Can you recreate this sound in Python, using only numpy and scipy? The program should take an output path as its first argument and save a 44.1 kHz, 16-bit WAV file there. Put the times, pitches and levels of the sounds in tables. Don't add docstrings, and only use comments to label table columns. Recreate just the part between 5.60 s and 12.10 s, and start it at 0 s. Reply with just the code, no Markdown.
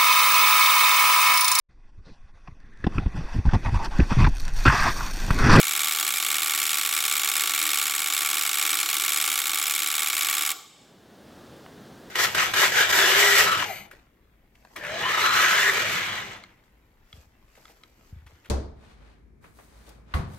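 import sys
import numpy as np
from scipy import signal
from scipy.fft import rfft, irfft, next_fast_len
from scipy.io import wavfile
from scipy.ndimage import uniform_filter1d

SR = 44100
rng = np.random.default_rng(int(sys.argv[2]) if len(sys.argv) > 2 else 0)


def log_audio(samples):
    frames = np.atleast_2d(samples).T
    limited = np.clip(frames, -1, 1)
    pcm = np.round(limited * 32767).astype(np.int16)
    wavfile.write(sys.argv[1], SR, pcm)


def ratio_of_db(decibels):
    return 10 ** (np.asarray(decibels, float) / 20)


N = 286650

ROUND_MS = 41.3


def read(points, hz):
    f, value = np.transpose(points)
    return np.interp(np.log(hz + 1), np.log(f + 1), value)


def coloured(x, points):
    size = next_fast_len(x.shape[-1])
    gain = ratio_of_db(read(points, np.fft.rfftfreq(size, 1 / SR)))
    return irfft(rfft(x, size) * gain, size)[..., :x.shape[-1]]


def ring(modes, size, rise):
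    t = np.arange(size) / SR
    tones = np.zeros(size)
    for k, (hz, db, t60) in enumerate(modes):
        tones += (-1) ** k * ratio_of_db(db - 60 * t / t60) * np.sin(2 * np.pi * hz * t)
    return tones * (1 - np.exp(-t / rise))


def clicks(s, size):
    return np.bincount(np.clip(np.round(s * SR).astype(int), 0, N - 1), size, N)


def hum():
    # f/Hz, level/dB per Hz
    tone = [(18, -55), (30, -30), (60, -12), (261, -5), (674, -12.5), (950, -19), (1650, -19.5),
            (2270, -28), (3370, -25), (4270, -27.5), (11000, -39), (16400, -39)]
    # f/Hz, level/dB
    spread = [(60, -19), (180, -22), (550, -15), (1650, -21), (4970, -24), (15000, -17)]
    hz, t, z = signal.stft(rng.standard_normal((2, N)), SR, nperseg=1024)
    patches = uniform_filter1d(rng.standard_normal(z.shape[1:]), 8, 0)
    patches = uniform_filter1d(patches, 3, 1)
    patches = patches / np.sqrt(np.mean(patches ** 2) + 1e-20)
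    z = z * ratio_of_db(read(tone, hz)[:, None] + 0.5 * patches * (hz < 2000)[:, None])
    mid, side = signal.istft(z, SR, nperseg=1024)[1][:, :N]
    return ratio_of_db(-51.5) / np.std(mid) * np.array([mid, coloured(side, spread)])


def far_tap():
    # t/s, level/dB, f/Hz, t60/s
    knock = [
        (6.061, -39, 680, 0.014),
    ]
    (s, db, hz, t60), = knock
    overtones = [(1, -5), (1.6, -2), (2.2, -5), (3.1, -8), (4.3, -8)]  # ratio, level/dB
    modes = [(ratio * hz, db + level_db, t60) for ratio, level_db in overtones]
    hit = clicks(np.array([s + .0015]), [1.])
    return signal.oaconvolve(hit, ring(modes, size=800, rise=.0003))[:N]


def room(x):
    # f/Hz, t60/s
    decay = [(500, 1), (1500, 0.47), (2600, 0.9), (4000, 0.71), (8000, 0.7), (10000, 0.57), (16000, 0.33)]
    # f/Hz, level/dB
    colour = [(400, 14), (1200, 12), (2500, -3.5), (4200, 7), (7500, 2.5), (10000, -5), (16000, 8.5)]
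    hz, t, z = signal.stft(rng.standard_normal((3, 2, SR)), SR, nperseg=256)
    slow = ratio_of_db(read(colour, hz)[:, None] - 60 * t / read(decay, hz)[:, None])
    desk = ratio_of_db(8 - 60 * t / 0.04)
    tail = signal.istft(z * (slow + desk), SR, nperseg=256)[1]
    tail = tail * np.clip(np.arange(tail.shape[-1]) / SR / 0.0029, 0, 1)
    phase = np.arange(N) / SR * 9.1 + np.arange(3)[:, None] / 3
    turn = np.sqrt(2 / 3) * np.cos(2 * np.pi * phase)
    tail = tail / np.linalg.norm(tail[0, 0])
    wet = signal.fftconvolve((x * turn)[:, None], tail, axes=2)[..., :N].sum(0)
    return wet * ratio_of_db([[-9], [-19]])


def sideways(near):
    # f/Hz, level/dB
    spread = [(60, -5), (110, -2), (200, -32), (380, -8.5), (700, -6), (1290, -54.5), (2380, -17),
              (4400, -18.5), (8120, -13.5), (15000, -86)]
    smear = rng.standard_normal(200) * np.exp(-np.arange(200) / 60)
    return coloured(signal.oaconvolve(near, smear / np.linalg.norm(smear))[:N], spread)


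def microphone(x):
    # f/Hz, level/dB
    response = [(20, -30), (150, -12), (300, 0), (15300, 0), (16500, 5)]
    return coloured(x, response)


def board(push):
    # f/Hz, level/dB, t60/s
    modes = [(314, -23, 0.11), (336, -30.5, 0.1), (384, -27.5, 0.11), (474.3, -25.5, 0.069),
             (676, -15.5, 0.017), (767, -7, 0.023), (851, -11.5, 0.039), (1139, -.5, 0.042),
             (1213.3, 0, 0.062), (1223.6, 3, 0.051), (1248, 3, 0.021), (1358, 2, 0.029),
             (1538, -5.5, 0.037), (1693, -7, 0.044), (2195, 7, 0.024), (2282, 5, 0.019),
             (2412, -0.5, 0.031)]
    return ratio_of_db(-14) * signal.oaconvolve(push, ring(modes, size=9000, rise=0.0011))[:N]


def rounds():
    # t/s, length/ms
    misses = [(0.4272, 38.1), (0.5047, 33.4), (0.5381, 61.8), (0.5999, 25.2), (0.6637, 38.3),
              (1.2901, 35.2), (1.4036, 35.3), (1.4793, 33.1), (1.5948, 38.4), (1.7155, 38.3),
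              (1.8363, 37.2), (1.8735, 21.2), (2.5005, 23.4), (2.892, 38.3), (3.1703, 17.9), (3.2296, 29.4),
              (3.259, 29.3), (3.3669, 30.5), (3.7559, 20.5), (3.817, 38.8), (4.4997, 29.8)]
    # t/s, length/ms, second blow against normal level/dB
    slips = [(0.0294, 38.9, -3), (0.1095, 41.4, -3), (0.1925, 39.9, 0), (0.3482, 37.6, -4),
             (0.6251, 38.6, -5), (0.7826, 36.8, -5), (0.8591, 36.4, -3), (1.016, 36.8, 0),
             (1.0924, 38.0, 0), (1.2117, 37.5, -6), (1.8947, 41.2, -3), (1.9771, 37.2, 0),
             (2.0527, 37.9, 0), (2.3372, 41.9, 0), (2.4181, 41.2, -5), (2.7296, 39.4, 0),
             (2.8106, 40.2, -3), (3.0129, 38.2, 0), (3.0921, 37.2, 0), (3.2883, 40.7, 0),
             (3.3974, 39.7, -4), (3.4371, 42.7, 0), (3.6401, 36.5, -3), (3.6766, 39.3, -4),
             (3.7159, 40.0, -3), (3.8939, 38.4, -5), (4.3016, 38.4, 0), (4.5295, 36.9, -6),
             (4.5664, 42.1, 0), (4.6465, 39.5, -6)]
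    running_s, cut_s = -.0115, 4.9318
    missed = [(s, ms, -np.inf) for s, ms in misses]
    odd = sorted([*slips, *missed, (cut_s, 0, 0)])
    rows, free = [], running_s
    for s, ms, loss_db in odd:
        count = round((s - free) * 1000 / ROUND_MS)
        for at in np.linspace(free, s, num=count, endpoint=False):
            rows.append((at, (s - free) * 1000 / count, 0))
        rows.append((s, ms, loss_db))
        free = s + ms / 1000
    return np.transpose(rows[:-1])


def blows():
    # t/s, level/dB
    strays = [
        (.5588, -21),
        (.5701, -20),
        (4.5217, -26),
    ]
    first_db, second_db, third_db, scatter_db = -18, -18.5, -19, 0.42
    second_after_ms, feeble_early_ms_per_db = 12.1, 0.26
    longest_lead_ms, least_lead_ms = 17.8, 15.8
    missed_db, feeble_shorter_ms_per_db = -7, 0.3
    hurry, hurry_loss_db_per_ms = .7, 0.67
    jitter_ms = .4
    shortest_ms = 30

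    s, ms, loss_db = rounds()
    scatter = scatter_db * rng.standard_normal((3, len(s)))
    late = jitter_ms * rng.standard_normal((2, len(s))) / 1000
    natural_ms = ROUND_MS + feeble_shorter_ms_per_db * np.maximum(loss_db, missed_db)
    lead_ms = np.clip(longest_lead_ms - hurry * (natural_ms - ms), least_lead_ms, longest_lead_ms)

    first = np.transpose([s, first_db + scatter[0]])[s > 0]
    second_s = s + late[0] + (second_after_ms + feeble_early_ms_per_db * loss_db) / 1000
    second = np.transpose([second_s, second_db + loss_db + scatter[1]])[np.isfinite(loss_db)]
    third_s = s + late[1] + (ms - lead_ms) / 1000
    weak_db = hurry_loss_db_per_ms * (longest_lead_ms - lead_ms)
    third = np.transpose([third_s, third_db - weak_db + scatter[2]])[ms > shortest_ms]
    return first, np.concatenate([second, strays]), third


def chatter(first, second, third):
    first, every = first[:, 0], np.sort(np.concatenate([first, second, third])[:, 0])
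    after = every[np.searchsorted(every, first) + 1]
    stalled = after - first > .015
    one = np.ones(stalled.sum())
    steps = clicks(first[stalled] + .006, one) - clicks(after[stalled] - .003, one)
    return ratio_of_db(-38) * uniform_filter1d(np.cumsum(steps), size=200)


def habit(bounces, shape):
    ms, level_db, _ = np.transpose(bounces)
    usual = clicks(ms / 1000, ratio_of_db(level_db))[:len(shape)]
    strength = np.hypot(np.linalg.norm(usual), np.linalg.norm(shape))
    rattle = shape * rng.standard_normal(len(shape))
    for _ in range(8):
        z = rfft(usual + rattle)
        rattle = irfft(z / abs(z), len(shape)) * strength - usual
        rattle = rattle * shape / np.sqrt(uniform_filter1d(rattle ** 2, size=40) + 1e-12)
    return rattle


def case(modes, crack_db, size):
    # f/Hz, level/dB
    tick = [(600, 6.5), (1200, -2.5), (3000, 11.5), (4800, 1.5), (7500, 10), (9700, 2.5), (12000, 9),
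            (15200, -1), (16500, -3.5)]
    hz = abs(np.fft.fftfreq(size, 1 / SR))
    peaks = np.zeros(size)
    for f, db, t60 in modes:
        damping_hz = np.log(1000) / (2 * np.pi * t60)
        peaks += ratio_of_db(db) ** 2 / ((hz - f) ** 2 + damping_hz ** 2)
    power = peaks / peaks.mean() + ratio_of_db(crack_db + read(tick, hz)) ** 2
    click = np.fft.ifft(np.exp(np.conj(signal.hilbert(np.log(power) / 2)))).real
    half = size // 2
    lag = .0009 * np.interp(np.arange(half + 1), np.linspace(0, half, num=30), rng.random(size=30))
    click = irfft(rfft(click) * np.exp(-2j * np.pi * np.cumsum(lag) * SR / size), size)[:half]
    return click / np.linalg.norm(click)


def relay(hits, bounces, modes, rattle_db, rattle_t60, board_db, crack_db, trembling=0):
    # t/s, level/dB
    supply = [(0, -2.4), (.4, -1.5), (2.22, -0.26), (2.3, -2.5), (2.55, -1), (3.75, .5), (3.85, -1),
              (4.45, -0.8), (4.6, 0.5), (4.93, -1)]
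    # f/Hz, level/dB
    fresh_share = [(1500, -7.5), (3500, -6.5), (6500, -6), (12000, -8)]
    s, db = np.transpose(hits)
    db = db + np.interp(s, *np.transpose(supply))
    chance = rng.standard_normal((len(s), len(bounces), 2))
    drive = np.zeros(N)
    for k, (ms, level_db, scatter_ms) in enumerate(bounces):
        at = s - .0004 + (ms + scatter_ms * chance[:, k, 0]) / 1000
        drive += clicks(at, ratio_of_db(db + level_db + 0.86 * chance[:, k, 1]))

    t = np.arange(1200) / SR
    shape = ratio_of_db(rattle_db - 60 * t / rattle_t60) * (1 - np.exp(-t / 0.0006))
    grit = rng.standard_normal(N) * (rng.random(N) < 9000 / SR)
    struck = clicks(s - .0004, ratio_of_db(db))
    same = signal.oaconvolve(struck, habit(bounces, shape * np.std(grit)))[:N]
    fresh = signal.oaconvolve(struck, shape)[:N] * grit
    same_share = [(hz, 10 * np.log10(1 - ratio_of_db(share_db) ** 2)) for hz, share_db in fresh_share]
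    drive = drive + coloured(same, same_share) + coloured(fresh, fresh_share) + trembling * grit

    push = clicks(s + 0.00055, ratio_of_db(db + board_db + 1.1 * chance[:, 0, 1]))
    return signal.oaconvolve(drive, case(modes, crack_db, size=4096))[:N], push


def first_relay(hits):
    # f/Hz, level/dB, t60/s
    modes = [(2280, -6, 0.027), (2930, 3, 0.009), (3450, 4, 0.012), (3790, 4, 0.01), (4310, -2, 0.014),
             (4870, -7, 0.012), (5450, -6, 0.014), (5940, -1, 0.009), (7260, -5, 0.02), (8120, -6, 0.026),
             (9190, 2, 0.007), (9910, -2, 0.007), (10640, -1, 0.007), (11930, 0, 0.01), (13610, -5, 0.01),
             (14510, -5, 0.01), (15590, -14, 0.016)]
    # delay/ms, level/dB, timing scatter/ms
    bounces = [(.2, -9, .05), (.8, 3, .01), (1.5, -6, .04), (2.2, -8, .06), (3.3, -5, .06), (6.3, -11, .3)]
    return relay(hits, bounces, modes, rattle_db=-6.5, rattle_t60=0.0297, board_db=-9.5, crack_db=-4.1)


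def second_relay(hits, trembling):
    # f/Hz, level/dB, t60/s
    modes = [(1890, -6, 0.018), (2330, -1, 0.02), (3640, -2, 0.011), (4030, -8, 0.021), (4440, -8, 0.016),
             (5210, -4, 0.012), (5730, -14, 0.023), (7130, 2, 0.011), (7620, -5, 0.016), (8070, 0, 0.01),
             (9300, -2, 0.009), (10030, -8, 0.01), (10620, -4, 0.011), (12490, 3, 0.006),
             (13010, -9, 0.012), (13540, -4, 0.009), (14900, 0, 0.007)]
    # delay/ms, level/dB, timing scatter/ms
    bounces = [(.2, -5, .05), (.7, 0, .02), (1.1, -3, .04), (1.8, -3, .07), (2.5, -7, .1), (3.2, -7, .15)]
    return relay(hits, bounces, modes, rattle_db=-5, rattle_t60=0.033, board_db=-12.5, crack_db=-10.5,
                 trembling=trembling)


def third_relay(hits):
    # f/Hz, level/dB, t60/s
    modes = [(2200, -4, 0.027), (2760, -2, 0.013), (3320, -6, 0.027), (3770, -11, 0.027),
             (4330, -13, 0.027), (5120, -11, 0.019), (5510, -6, 0.013), (6610, -7, 0.027),
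             (7450, -15, 0.026), (7950, 1, 0.017), (8630, -6, 0.019), (8890, -5, 0.013), (10550, -3, 0.018),
             (11410, 2, 0.007), (12960, -3, 0.011), (14490, -7, 0.012), (15570, -7, 0.009)]
    # delay/ms, level/dB, timing scatter/ms
    bounces = [(0, -5, .06), (.7, -3, .06), (1.5, -4, .1), (2.2, -5, .1), (2.8, -3, .12), (3.8, -6, .2),
               (5, -6, .3)]
    return relay(hits, bounces, modes, rattle_db=-7.5, rattle_t60=0.042, board_db=-11, crack_db=-6.5)


def scene():
    first, second, third = blows()
    trembling = chatter(first, second, third)
    cases, push = np.sum([first_relay(first), second_relay(second, trembling), third_relay(third)], axis=0)
    no_bass = signal.butter(4, 1500, "high", fs=SR, output="sos")
    cases = signal.sosfilt(no_bass, cases)
    near = microphone(ratio_of_db(24.5) * (cases + board(push)))
    wet_mid, wet_side = room(near)
    mid = near + wet_mid + far_tap()
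    side = sideways(near) + wet_side
    mid, side = np.array([mid, side]) + hum()
    return np.array([mid + side, mid - side])


def roll_off(x):
    return signal.sosfilt(signal.butter(12, 17780, fs=SR, output="sos"), x)


def record(dry):
    # t/s, level/dB
    gain = [(0, -10), (4.94, -12), (5.1, -12), (5.25, -5), (5.4, -3.5), (5.6, 0.5), (5.8, 3.3), (6.1, 3.2),
            (6.5, 3.5)]
    x = dry * ratio_of_db(np.interp(np.arange(N) / SR, *np.transpose(gain)))
    x = 0.41 * np.tanh(x / 0.38)
    x = x - np.array([[1.1], [.5]]) * np.maximum(x - .09, 0) ** 2
    x = x + ratio_of_db(-76) * rng.standard_normal(N)
    band_limit = signal.firwin(801, 16520, window=("kaiser", 4.5), fs=SR)
    x = signal.oaconvolve(x, band_limit[None], "same")
    return roll_off(x)


dry = scene()
out = record(dry)
log_audio(out)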